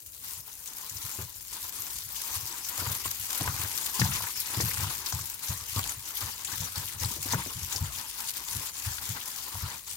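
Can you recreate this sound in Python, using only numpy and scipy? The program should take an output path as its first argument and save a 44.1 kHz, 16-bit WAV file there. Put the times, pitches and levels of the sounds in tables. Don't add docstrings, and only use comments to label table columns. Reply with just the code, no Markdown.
import sys
import numpy as np
from scipy import signal
from scipy.fft import rfft, irfft
from scipy.io import wavfile
from scipy.ndimage import uniform_filter1d

SR = 44100
rng = np.random.default_rng(int(sys.argv[2]) if len(sys.argv) > 2 else 0)


def volts_from_db(level):
    exponent = np.asarray(level, float) / 20
    return 10 ** exponent


def waveform_to_disk(signal):
    frames = np.transpose(np.atleast_2d(signal))
    scaled = np.clip(frames, -1, 1) * 32767
    samples = np.round(scaled).astype(np.int16)
    wavfile.write(sys.argv[1], SR, samples)


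N = 439236

# pitch_hz, likeness (1 = the same)
LIKENESS = [(60, 0.8), (300, 0.8), (540, 0.62), (880, 0.93), (1500, 0.2), (7500, 0.08), (9000, 0.4),
            (15500, 0.12)]
# time_s, crinkle_db
EFFORT = [(0.0, -50.5), (0.6, -53.5), (1.4, -47.5), (2.0, -41), (3.0, -38), (4.0, -38.5), (5.0, -39.5),
          (6.0, -44), (7.0, -38), (8.0, -40.5), (9.0, -42.5), (9.96, -48)]
# peak_s, peak_db, pitch_hz
THUMPS = [(1.197, -31, 101), (2.373, -35.5, 103), (2.829, -35, 92.5), (2.879, -28, 110), (3.417, -28, 112),
          (3.49, -23, 98), (3.541, -30.5, 100), (3.645, -29.5, 102), (4.021, -18, 123.4), (4.049, -18, 100),
          (4.089, -25, 127), (4.581, -23, 119), (4.64, -21.5, 124), (4.838, -25.5, 100), (5.146, -25.5, 97),
          (5.505, -23.5, 97), (5.775, -21.5, 109), (6.248, -33.5, 91), (6.614, -27.5, 105),
          (6.779, -30, 95), (7.021, -28.5, 98), (7.054, -23.5, 103.5), (7.356, -20.5, 119.4),
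          (7.57, -30.5, 109), (7.633, -29.5, 92), (7.822, -19.5, 100), (8.564, -28.5, 100),
          (8.874, -26, 95), (9.103, -27.5, 108.4), (9.637, -24.5, 95.7)]
# peak_s, peak_db
SOFT_THUMPS = [(0.962, -38.5), (7.472, -42), (1.051, -38.5), (1.233, -34), (2.799, -34.5), (2.913, -32.5),
               (3.073, -34), (3.208, -41.5), (3.456, -31), (3.602, -31), (4.137, -34), (4.223, -36),
               (4.622, -30), (4.671, -34), (4.787, -29.5), (5.212, -37), (5.625, -41), (5.795, -32),
               (5.979, -39), (6.232, -36), (6.537, -38), (6.854, -38), (6.967, -38), (7.195, -36), (7.262, -36),
               (7.292, -36), (7.324, -32), (2.436, -40), (7.765, -32.5), (9.555, -30.5), (0.272, -52),
               (0.381, -45), (0.92, -44), (1.671, -53), (1.799, -45), (1.95, -50), (2.06, -45), (4.53, -46),
               (6.58, -43), (8.528, -45), (8.599, -44), (8.84, -46), (9.93, -48), (4.75, -38), (4.816, -31),
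               (4.873, -30), (4.9, -42), (4.93, -50), (4.701, -39), (5.735, -42), (5.25, -50)]


def at_samples(rows):
    s, *columns = np.transpose(rows)
    return [np.interp(np.arange(N) / SR, s, c) for c in columns]


def at_hz(points, hz):
    table_hz, value = np.array(points).T
    return np.interp(np.log(hz), np.log(table_hz), value)


def rms_one(x):
    return x / np.sqrt(np.mean(x ** 2) + 1e-20)


def mid_rms_one(stereo):
    return stereo / np.sqrt(np.mean(stereo.mean(axis=0) ** 2))


def two_sides(mid, side, alike):
    return np.sqrt(1 + alike) * mid + np.sqrt(1 - alike) * side * [[1], [-1]]


def power_db(*levels_db):
    return 10 * np.log10(sum(volts_from_db(db) ** 2 for db in levels_db))


def add(out, s, sound):
    i = max(round(s * SR), 0)
    out[..., i:i + sound.shape[-1]] += sound[..., :N - i]


def grains(per_s, spread_db, t60):
    place, size = rng.random((2, 4000))[:, :min(round(per_s * N / SR), 4000)]
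    bursts = np.full(N, 1e-18)
    bursts[(place * N).astype(int)] = volts_from_db(spread_db * np.minimum(-np.log(1 - size), 2.5))
    fall = volts_from_db(-60 / (t60 * SR))
    swell = volts_from_db(-60 / (0.85 * t60 * SR))
    return rms_one(signal.lfilter([1], np.convolve([1, -fall], [1, -swell]), bursts))


def bands(spectrum, low_hz, top_hz, shared, own_share, per_s, spread_db, cycles, smooth, per_octave=3):
    count = int(per_octave * np.log2(top_hz / low_hz))
    edges = np.geomspace(low_hz, top_hz, count + 1)
    white = rng.standard_normal((2, 2, N))
    out = 0
    for k, (low, high) in enumerate(zip(edges, edges[1:])):
        band = signal.butter(2, [low, high], "band", fs=SR, output="sos")
        mid, side = signal.sosfilt(band, white[k % 2])
        hz = np.sqrt(low * high)
        alike = np.clip(at_hz(LIKENESS, hz), -1, 1)
        own = own_share * grains(per_s, spread_db, cycles / hz)
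        gate = np.sqrt(smooth ** 2 + shared ** 2 + own ** 2)
        out = out + volts_from_db(at_hz(spectrum, hz)) * rms_one(gate) * two_sides(mid, side, alike)
    return mid_rms_one(out)


def ringing_clicks(spectrum, low_hz, top_hz, per_s, spread_db, cycles, count):
    sizes = volts_from_db(spread_db * np.minimum(rng.exponential(1, N), 3.5)) * (rng.random(N) < per_s / SR)
    dealt = rng.integers(0, count, N)
    mid, side = rng.standard_normal((2, N))
    out = 0
    for k, hz in enumerate(np.geomspace(low_hz, top_hz, count)):
        alike = np.clip(at_hz(LIKENESS, hz), 0, 1)
        clicks = sizes * (dealt == k) * two_sides(mid, side, alike)
        r, w = volts_from_db(-60 * hz / (cycles * SR)), 2 * np.pi * hz / SR
        ring = signal.lfilter([1, 0, -1], [1, -2 * r * np.cos(w), r * r], clicks + 1e-18)
        out = out + volts_from_db(at_hz(spectrum, hz)) * hz * ring
    return mid_rms_one(out)


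def pop(hz, cycles, noisy, t60, swell_s, spread):
    t = np.arange(round(.08 * SR)) / SR
    band = signal.butter(2, [hz / spread, min(hz * spread, .45 * SR)], "band", fs=SR, output="sos")
    mid, side = rms_one(signal.sosfilt(band, rng.standard_normal((2, len(t)))))
    puff = (mid + min(hz / 3000, .8) * side * [[1], [-1]]) * volts_from_db(-60 * t / t60)
    ring = np.sin(2 * np.pi * hz * t) * volts_from_db(-60 * t * hz / cycles)
    return (ring + noisy * puff) * np.minimum(t / swell_s, 1)


def aftermath_db(t60):
    s, db = np.transpose([row[:2] for row in THUMPS + SOFT_THUMPS])
    hits = np.full(N, 1e-18)
    hits[(s * SR).astype(int)] = volts_from_db(db) ** 2
    energy = signal.lfilter([1], [1, -volts_from_db(-120 / (t60 * SR))], hits)
    return 10 * np.log10(uniform_filter1d(energy, size=1500) + 1e-12)


def hand():
    # start_s, hold_s, crinkle_db, squish_db (relative to the crinkle)
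    strokes = [(0.212, 0.14, -44.5, -7), (0.45, 0.34, -50, -9.5), (0.755, 0.3, -45.5, -4),
               (0.99, 0.21, -43.5, -4.5), (1.496, 0.36, -43, -7.5), (2.135, 0.31, -42.5, -3.5),
               (2.682, 0.25, -40, -4.5), (3.273, 0.34, -38.5, -2.5), (3.676, 0.18, -38, -8.5),
               (3.924, 0.29, -36.5, -6), (4.332, 0.055, -38, -10), (4.46, 0.36, -36, -6.5),
               (4.88, 0.26, -37.5, -7), (5.411, 0.091, -37, -9), (5.66, 0.27, -39, -7.5),
               (6.043, 0.26, -39, -8.5), (6.446, 0.31, -40.5, -10), (6.732, 0.067, -45, 2),
               (6.998, 0.002, -34, -3), (7.002, 0.26, -40, -26), (7.297, 0.0047, -32.5, -0.5),
               (7.686, 0.034, -37, -3.5), (7.914, 0.075, -41.5, -13), (8.167, 0.18, -40.5, -7),
               (8.455, 0.21, -37, -9.5), (8.728, 0.37, -39, -11), (8.997, 0.2, -41, -4),
               (9.245, 0.32, -39.5, -9), (9.586, 0.14, -43, -2), (9.855, 0.052, -39, -12)]
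    attack_s, release_db_per_s = 0.028, 296
    splash_db, splash_t60_s = -20, 0.58
    t = np.arange(0, N, 32) / SR
    effort_db = at_samples(EFFORT)[0]
    s, hold_s, db, wet_db = np.transpose(strokes)[..., None]
    release = volts_from_db(-release_db_per_s * np.clip(t - s - attack_s - hold_s, 0, 1))
    shape = np.clip((t - s) / attack_s, 0, 1) * release
    levels = [10 * np.log10(np.sum((volts_from_db(top_db) * shape) ** 2, axis=0) + 1e-12)
              for top_db in (db, db + wet_db)]
    crinkle_db, squish_db = at_samples(np.transpose([t] + levels))
    rest_db = -57.5 + 1.21 * (effort_db + 46.5)
    splashes_db = splash_db + aftermath_db(splash_t60_s)
    return power_db(effort_db, crinkle_db), power_db(rest_db, squish_db, splashes_db)


def flicks_db(rows, bell_s):
    t = np.arange(0, N, 32) / SR
    s, db = np.transpose(rows)[..., None]
    width_s = bell_s * np.where((db > 0) & (t < s), .7, 1)
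    bells = np.exp(-.5 * ((t - s) / width_s) ** 2)
    return np.interp(np.arange(N) / SR, t, np.sum(db * bells, axis=0))


def brief_swings_db():
    # time_s, change_db
    flicks = [(0.673, 5), (1.721, -6.5), (2.07, -4), (2.624, -3.5), (2.719, -5), (2.804, 4), (3.033, -1),
              (3.063, 3), (4.001, 2.5), (4.205, -3), (4.617, 2.5), (5.034, -6.5), (5.128, -1), (5.298, 0),
              (5.368, -5.5), (5.767, 6.5), (6.131, -6.5), (6.216, 2.5), (6.605, 1), (6.705, -5.5),
              (6.74, -6.5), (6.969, -8), (7.189, -6.5), (7.249, 2.5), (7.638, 1.5), (8.291, 5.5),
              (8.326, -5.5), (8.361, 3.5), (8.873, 2), (9.005, -5.5),
              (0.044, -9), (0.06, 0), (0.112, -5), (0.214, -1), (0.653, 0.5), (0.822, -3), (1.074, -0.5),
               (1.113, 1), (1.171, 0), (1.966, 2.5), (2.355, 5), (2.434, -5), (2.62, -1), (3.348, 2.5),
               (3.524, -2), (4.296, 4.5), (4.496, -1.5), (4.673, 1.5), (4.973, -3), (5.96, -6),
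               (6.725, 2.5), (7.088, -1), (7.541, -2.5), (7.89, -1), (7.96, 1), (8.584, -2), (8.72, -7),
               (9.071, -0.5), (9.508, -3), (9.774, 2.5)]
    return flicks_db(flicks, .014)


def room_air():
    # pitch_hz, level_db
    air_colour = [(30, -8.5), (70, -25), (404, 1.5), (889, -16), (1760, -50), (7090, 2), (13700, 1.5),
                  (16000, -20)]
    return volts_from_db(-55.5) * bands(air_colour, 25, 17000, 0, 0, 5, 1, 10, smooth=1, per_octave=1.5)


def glove(level_db):
    # pitch_hz, level_db (per Hz)
    film_colour = [(1200, -20), (2100, -11), (4400, -8.5), (7000, -6), (8450, -8), (12800, -5), (15100, -4),
                   (17000, -9)]
    taut_db, slack_db, soak_s = 2.5, -6, 4.3
    folds = grains(200, 4.0, .006)
    creases = grains(90, 2.5, .04)
    creases = creases / (uniform_filter1d(creases, size=3000) + .3)
    shared = 0.75 * np.hypot(folds, 0.9 * creases)
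    film = bands(film_colour, 1200, 15440, shared, 0.85, 45, 2.5, 450, smooth=0.55, per_octave=5)
    film = film + volts_from_db(-8) * ringing_clicks(film_colour, 1437, 15100, 1500, 4.0, 25, count=14)
    top = signal.sosfilt(signal.butter(2, 8500, "high", fs=SR, output="sos"), film)
    body = signal.sosfilt(signal.butter(2, 8500, "low", fs=SR, output="sos"), film)
    lift_db = slack_db + (taut_db - slack_db) * np.exp(-np.arange(N) / SR / soak_s)
    return volts_from_db(level_db - 2.5) * (body - volts_from_db(lift_db) * top)


def fold_snaps():
    # time_s, peak_db, pitch_hz
    sharp_snaps = [(0.0607, -24, 13700), (2.6483, -18, 6240), (1.531, -19, 6900), (3.059, -18, 11400),
                   (3.108, -13, 12700), (3.8796, -23, 14300), (3.942, -16, 7440), (3.996, -5.5, 5320),
                   (4.4, -9.5, 12200), (4.606, -8, 5800), (4.904, -20, 7200), (5.0644, -14, 4600),
                   (5.123, -13.5, 6000), (5.255, -17, 12700), (5.2976, -14, 14900), (5.892, -13.5, 7260),
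                   (6.1692, -12, 14300), (6.2075, -20, 5200), (6.447, -11.5, 7280), (6.6044, -14.5, 6860),
                   (6.7563, -17, 4760), (6.9985, -17, 6700), (7.1144, -19, 7300), (7.285, -19, 6200),
                   (7.323, -9.5, 7000), (7.631, -18.5, 6500), (7.724, -12.5, 6940), (7.7593, -11, 5760),
                   (8.8717, -23, 13000), (9.276, -16, 11400)]
    # time_s, peak_db, pitch_hz
    creaks = [(0.675, -25, 7100), (0.767, -25, 12200), (0.812, -30, 7050), (0.8947, -23, 7160),
              (0.968, -25, 5800), (1.0804, -34, 6630), (2.2338, -31, 14300), (2.471, -27, 5980),
              (2.6893, -20, 12300), (2.916, -17, 13000), (3.1966, -21, 12600), (3.2545, -29, 14300),
              (3.3014, -29, 6520), (3.3754, -16, 11700), (3.4604, -20.5, 6100), (4.0424, -18, 6600),
              (4.806, -20, 6800), (5.2101, -22, 6700), (5.3413, -22, 13800), (5.471, -29, 6000),
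              (5.5732, -26, 11100), (6.0566, -27, 6900), (6.1509, -22, 12200), (6.4287, -42, 7100),
              (6.518, -20.5, 6860), (7.225, -24, 7500), (8.5949, -32, 14500), (8.6173, -38, 12900),
              (8.9845, -29, 11800), (9.699, -28, 6590), (9.901, -30, 6000)]
    # pitch_ratio, level_db
    snap_ratios = [(0.92, 2.5), (0.98, 2.5), (1.116, -2), (1.5, -13)]
    out = np.zeros((2, N))
    for s, db, hz in sharp_snaps + [(s, db + 5.0, hz) for s, db, hz in creaks]:
        crack = volts_from_db(-3.0) * pop(8000, 8, 1.6, .024, .003, 2.6)
        rings = sum(volts_from_db(ring_db) * pop(min(ratio * hz, 15500), 57, 0.29, 0.084, 0.00096, 1.2)
                    for ratio, ring_db in snap_ratios)
        add(out, s, volts_from_db(db - 16.0) * (rings + crack))
    return out


def paste(level_db):
    # pitch_hz, level_db (per Hz)
    paste_colour = [(150, -12), (280, -8.5), (680, -14), (950, 0), (1320, -4), (1700, -5), (2600, -11.5),
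                    (5000, -9.5)]
    # time_s, change_db
    paste_swings = [(0.241, 2), (0.489, 9), (0.6, 0), (0.718, 7.5), (0.902, -3), (0.998, 0.5), (1.183, -4.0),
                    (1.247, -3), (1.72, 3), (1.974, -5), (2.051, -6), (2.193, -3), (2.415, -1.5), (2.51, 6.5),
                    (2.586, 6.5), (2.8, 0), (2.909, 5.5), (3.215, -2.5), (3.538, 0.5), (3.662, 3), (4.095, -4),
                    (4.169, 4), (4.516, -4), (5.234, 4), (5.358, 2), (5.507, 3), (5.715, -6), (5.915, 4.5),
                    (6.184, -3), (6.262, 5), (6.324, -5.5), (6.527, 9.5), (7.405, 4), (7.509, 6), (7.665, -7),
                    (8.032, 3), (8.207, 1.5), (8.295, -5), (8.612, 3), (8.796, -1), (8.864, 5.2), (9.129, -5),
                    (9.219, -2), (9.632, 2.5), (9.836, -7)]
    level_db = level_db + flicks_db(paste_swings, 0.016)
    sucks = grains(60, 7.0, 0.06)
    wet = bands(paste_colour, 154.2, 5040, sucks, 1.0, 24, 2.4, 77, smooth=0.81, per_octave=4)
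    pockets = ringing_clicks(paste_colour, 257.0, 3310, 250, 2.0, 35, count=16)
    return volts_from_db(level_db - 3.0) * (wet + volts_from_db(-16.0) * pockets)


def rocking():
    # pitch_hz, level_db (per Hz)
    rumble_colour = [(25, -22), (55, 6), (97, 3.5), (150, -5), (230, -12.5), (400, -33)]
    knocking = grains(30, 2.5, .12)
    rest_db = -61 + 0.44 * (at_samples(EFFORT)[0] + 45)
    level_db = power_db(rest_db, -26.5 + aftermath_db(1))
    return volts_from_db(level_db) * bands(rumble_colour, 25, 400, knocking, .5, 15, 3.0, 12, smooth=1.3)


def thumps():
    # pitch_ratio, level_db, swell_s
    landing = [(0.94, -3.5, 0.01686), (0.653, -15.5, 0.033), (1.484, -4, 0.022), (2.19, -15, 0.017),
               (1.159, -5.5, 0.028)]
    settle_s, settle_db, soft_thump_hz = 0.0398, -17, 100
    softness = 3.05
    out = np.zeros(N)
    t = np.arange(round(.22 * SR)) / SR
    settles = [(s + settle_s, db + settle_db, hz) for s, db, hz in THUMPS]
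    blows = THUMPS + settles + [(s, db, soft_thump_hz) for s, db in SOFT_THUMPS]
    for (s, db, hz), chance in zip(blows, rng.random((len(blows), 10))):
        for k, (ratio, mode_db, rise_s) in enumerate(landing):
            swell = (t / rise_s * np.exp(1 - t / rise_s)) ** softness
            swing = np.sin(2 * np.pi * (ratio * hz * t + chance[k]))
            vary_db = 10 * (k > 0) * (chance[5 + k] - 1.5)
            add(out, s - landing[0][2], volts_from_db(db + mode_db + vary_db) * swell * swing)
    return out * volts_from_db([[1.7], [-1.7]])


def needles():
    # time_s, peak_db
    film_clicks = [(2.6487, -13), (2.7814, -32), (3.0565, -28), (3.8634, -27), (3.9948, -19), (4.1394, -12),
                   (4.1454, -11), (4.1584, -7), (4.168, -9), (4.459, -12), (4.7556, -26), (7.428, -24),
                   (4.126, -18), (4.152, -12), (4.175, -16), (3.4785, -20), (0.795, -31), (0.906, -26),
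                   (1.103, -29), (6.38, -19), (6.478, -22)]
    out = np.zeros((2, N))
    for s, db in film_clicks:
        add(out, s, volts_from_db(db - 6.5) * pop(4300, 2.5, 0.26, 0.01, 0.0001, 1.5))
    return out


def bone_knocks():
    # time_s, peak_db, pitch_hz
    bone_hits = [(1.188, -32, 358), (2.782, -30, 720), (2.815, -33, 284), (2.82, -30, 776),
                 (8.574, -48, 189), (4, -24, 147), (3.056, -44, 274), (3.408, -27, 284), (3.47, -38, 420),
                 (3.599, -42, 302), (3.991, -26.5, 226), (4.569, -30, 305), (4.6, -26.5, 320),
                 (5.12, -45, 279), (5.761, -29.5, 276), (5.791, -45, 227), (7.109, -35, 230),
                 (7.163, -33.5, 320), (7.256, -30, 278), (7.332, -22, 255), (7.463, -32.5, 260),
                 (7.757, -37, 440), (8.554, -32.5, 213)]
    out = np.zeros((2, N))
    for s, db, hz in bone_hits:
        add(out, s, volts_from_db(db - 3.0) * pop(hz, 14.0, 0.25, 0.21, 0.0027, 1.88))
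    return out


def smacks():
    # time_s, peak_db, pitch_hz
    wet_smacks = [(1.189, -28, 1210), (2.864, -19.5, 1110), (3.056, -23, 1060), (3.407, -27.5, 750),
                  (3.476, -14, 1100), (3.612, -30, 1020), (3.994, -21, 880), (4.018, -13.5, 1570),
                  (4.053, -25.5, 846), (4.119, -19, 1570), (4.205, -22, 1020), (4.268, -28, 1530),
                  (4.603, -31, 1090), (4.711, -18, 1940), (4.739, -25, 1200), (4.772, -20.5, 1570),
                  (4.842, -20.5, 990), (4.909, -28, 1070), (5.124, -21, 980), (5.189, -25, 1130),
                  (5.762, -31, 970), (5.792, -17.5, 1090), (6.447, -25, 2160), (7.037, -23, 900),
                  (7.334, -18, 945), (7.831, -36, 1080), (8.982, -25, 1490), (9.171, -26.5, 1370),
                  (9.552, -29, 920), (9.662, -32, 950)]
    out = np.zeros((2, N))
    for s, db, hz in wet_smacks:
        add(out, s, volts_from_db(db - 3.0) * pop(hz, 19.3, 0.34, 0.046, 0.0021, 1.29))
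        add(out, s + 0.00154, volts_from_db(db - 3.0) * pop(1.48 * hz, 8.3, 0.16, 0.0076, 0.00035, 1.8))
    return out


def air_pocket_ticks():
    # time_s, peak_db, pitch_hz
    wet_ticks = [(2.0204, -30, 4300), (2.163, -31, 3570), (3.044, -29, 2900), (3.4092, -30, 3740),
                 (3.7778, -39, 4170), (3.8638, -30, 2900), (4.0412, -31, 4150), (4.116, -28, 2840),
                 (4.5421, -26, 4070), (4.6209, -30, 1880), (4.879, -30, 2830), (5.7615, -26, 4190),
                 (5.7904, -33, 3500), (5.8292, -28, 3460), (5.891, -33, 2270), (6.152, -32, 3460),
                 (6.167, -28, 3450), (6.2073, -40, 2860), (6.4712, -28, 3480), (6.76, -32, 4400),
                 (6.8778, -30, 3170), (7.046, -22, 4330), (7.3063, -33, 3770), (7.3243, -27, 3780),
                 (7.419, -26, 1910), (7.527, -33, 4280), (7.7194, -27, 3500), (7.9498, -30, 3570),
                 (7.995, -29, 4060), (8.3384, -34, 4000), (8.3577, -28, 4200), (8.7465, -39, 3140),
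                 (8.767, -32, 3740), (8.983, -29, 3900), (9.212, -29, 3380), (9.384, -32, 4240),
                 (3.439, -28, 1720), (3.478, -30, 2470), (3.6153, -28, 2460), (3.6472, -27, 1730),
                 (4.016, -19, 1780), (4.131, -27, 2320), (4.149, -24, 2100), (4.162, -28, 2600),
                 (4.2697, -27, 1930), (5.8397, -29, 2710), (6.5353, -34, 2960), (7.343, -20, 1380),
                 (7.392, -29, 1030), (7.402, -33, 1150), (7.506, -34, 1000), (2.864, -33, 2300),
                 (3.057, -30, 2300), (4.177, -42, 960)]
    out = np.zeros((2, N))
    for s, db, hz in wet_ticks:
        add(out, s, volts_from_db(db - 4.0) * pop(hz, 30, 0.51, 0.048, 0.00097, 1.22))
    return out


def slaps():
    # time_s, peak_db
    wet_slaps = [(2.863, -29), (3.057, -28), (3.459, -23), (3.477, -26), (3.647, -35), (3.995, -33),
                 (4.016, -13.5), (4.119, -35), (4.207, -35), (4.27, -39), (4.603, -15), (4.843, -34),
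                 (5.124, -27), (5.792, -21), (7.036, -28), (7.335, -20), (7.462, -23.5), (8.611, -31)]
    out = np.zeros((2, N))
    for s, db in wet_slaps:
        slap = pop(950, 5.0, .15, .012, .0004, 1.8)
        slap = slap + .8 * pop(1750, 7.0, .2, .012, .0004, 1.6)
        slap = slap + .45 * pop(2600, 7.0, .3, .01, .0003, 1.5)
        slap = slap + .5 * pop(520, 3.0, .2, .015, .0006, 1.6)
        add(out, s, volts_from_db(db - 1) * slap)
    return out


def two_ports(sound):
    # pitch_hz, left_minus_right_db
    left_lead = [(60, 4.5), (240, 3.5), (480, 6.5), (900, 2), (1600, 5.5), (7200, 8), (8700, .5),
                 (15500, 9.5)]
    # pitch_hz, phase_radians
    left_phase = [(600, 0), (950, .4), (1290, 1.4), (1800, 2.8), (4000, 2.6), (5000, 0), (16000, 0)]
    hz = np.maximum(np.fft.rfftfreq(N, 1 / SR), 1)
    lean = volts_from_db(at_hz(left_lead, hz) / 2)
    ports = np.array([lean * np.exp(1j * at_hz(left_phase, hz)), 1 / lean])
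    return irfft(rfft(sound) * ports, N)


def scene():
    glove_db, paste_db = hand()
    swing_db = brief_swings_db()
    film = glove(glove_db + swing_db) + fold_snaps() + needles()
    wet = paste(paste_db + 0.78 * swing_db) + smacks() + air_pocket_ticks() + slaps()
    bowl = rocking() + bone_knocks()
    return two_ports(room_air() + film + wet + bowl) + thumps()


def low_pass(x):
    return signal.sosfilt(signal.butter(12, 16810, fs=SR, output="sos"), x)


def record(dry):
    top_cut = signal.ellip(14, .3, 85, 15980, fs=SR, output="sos")
    return low_pass(signal.sosfilt(top_cut, dry))


dry = scene()
out = record(dry)
waveform_to_disk(out)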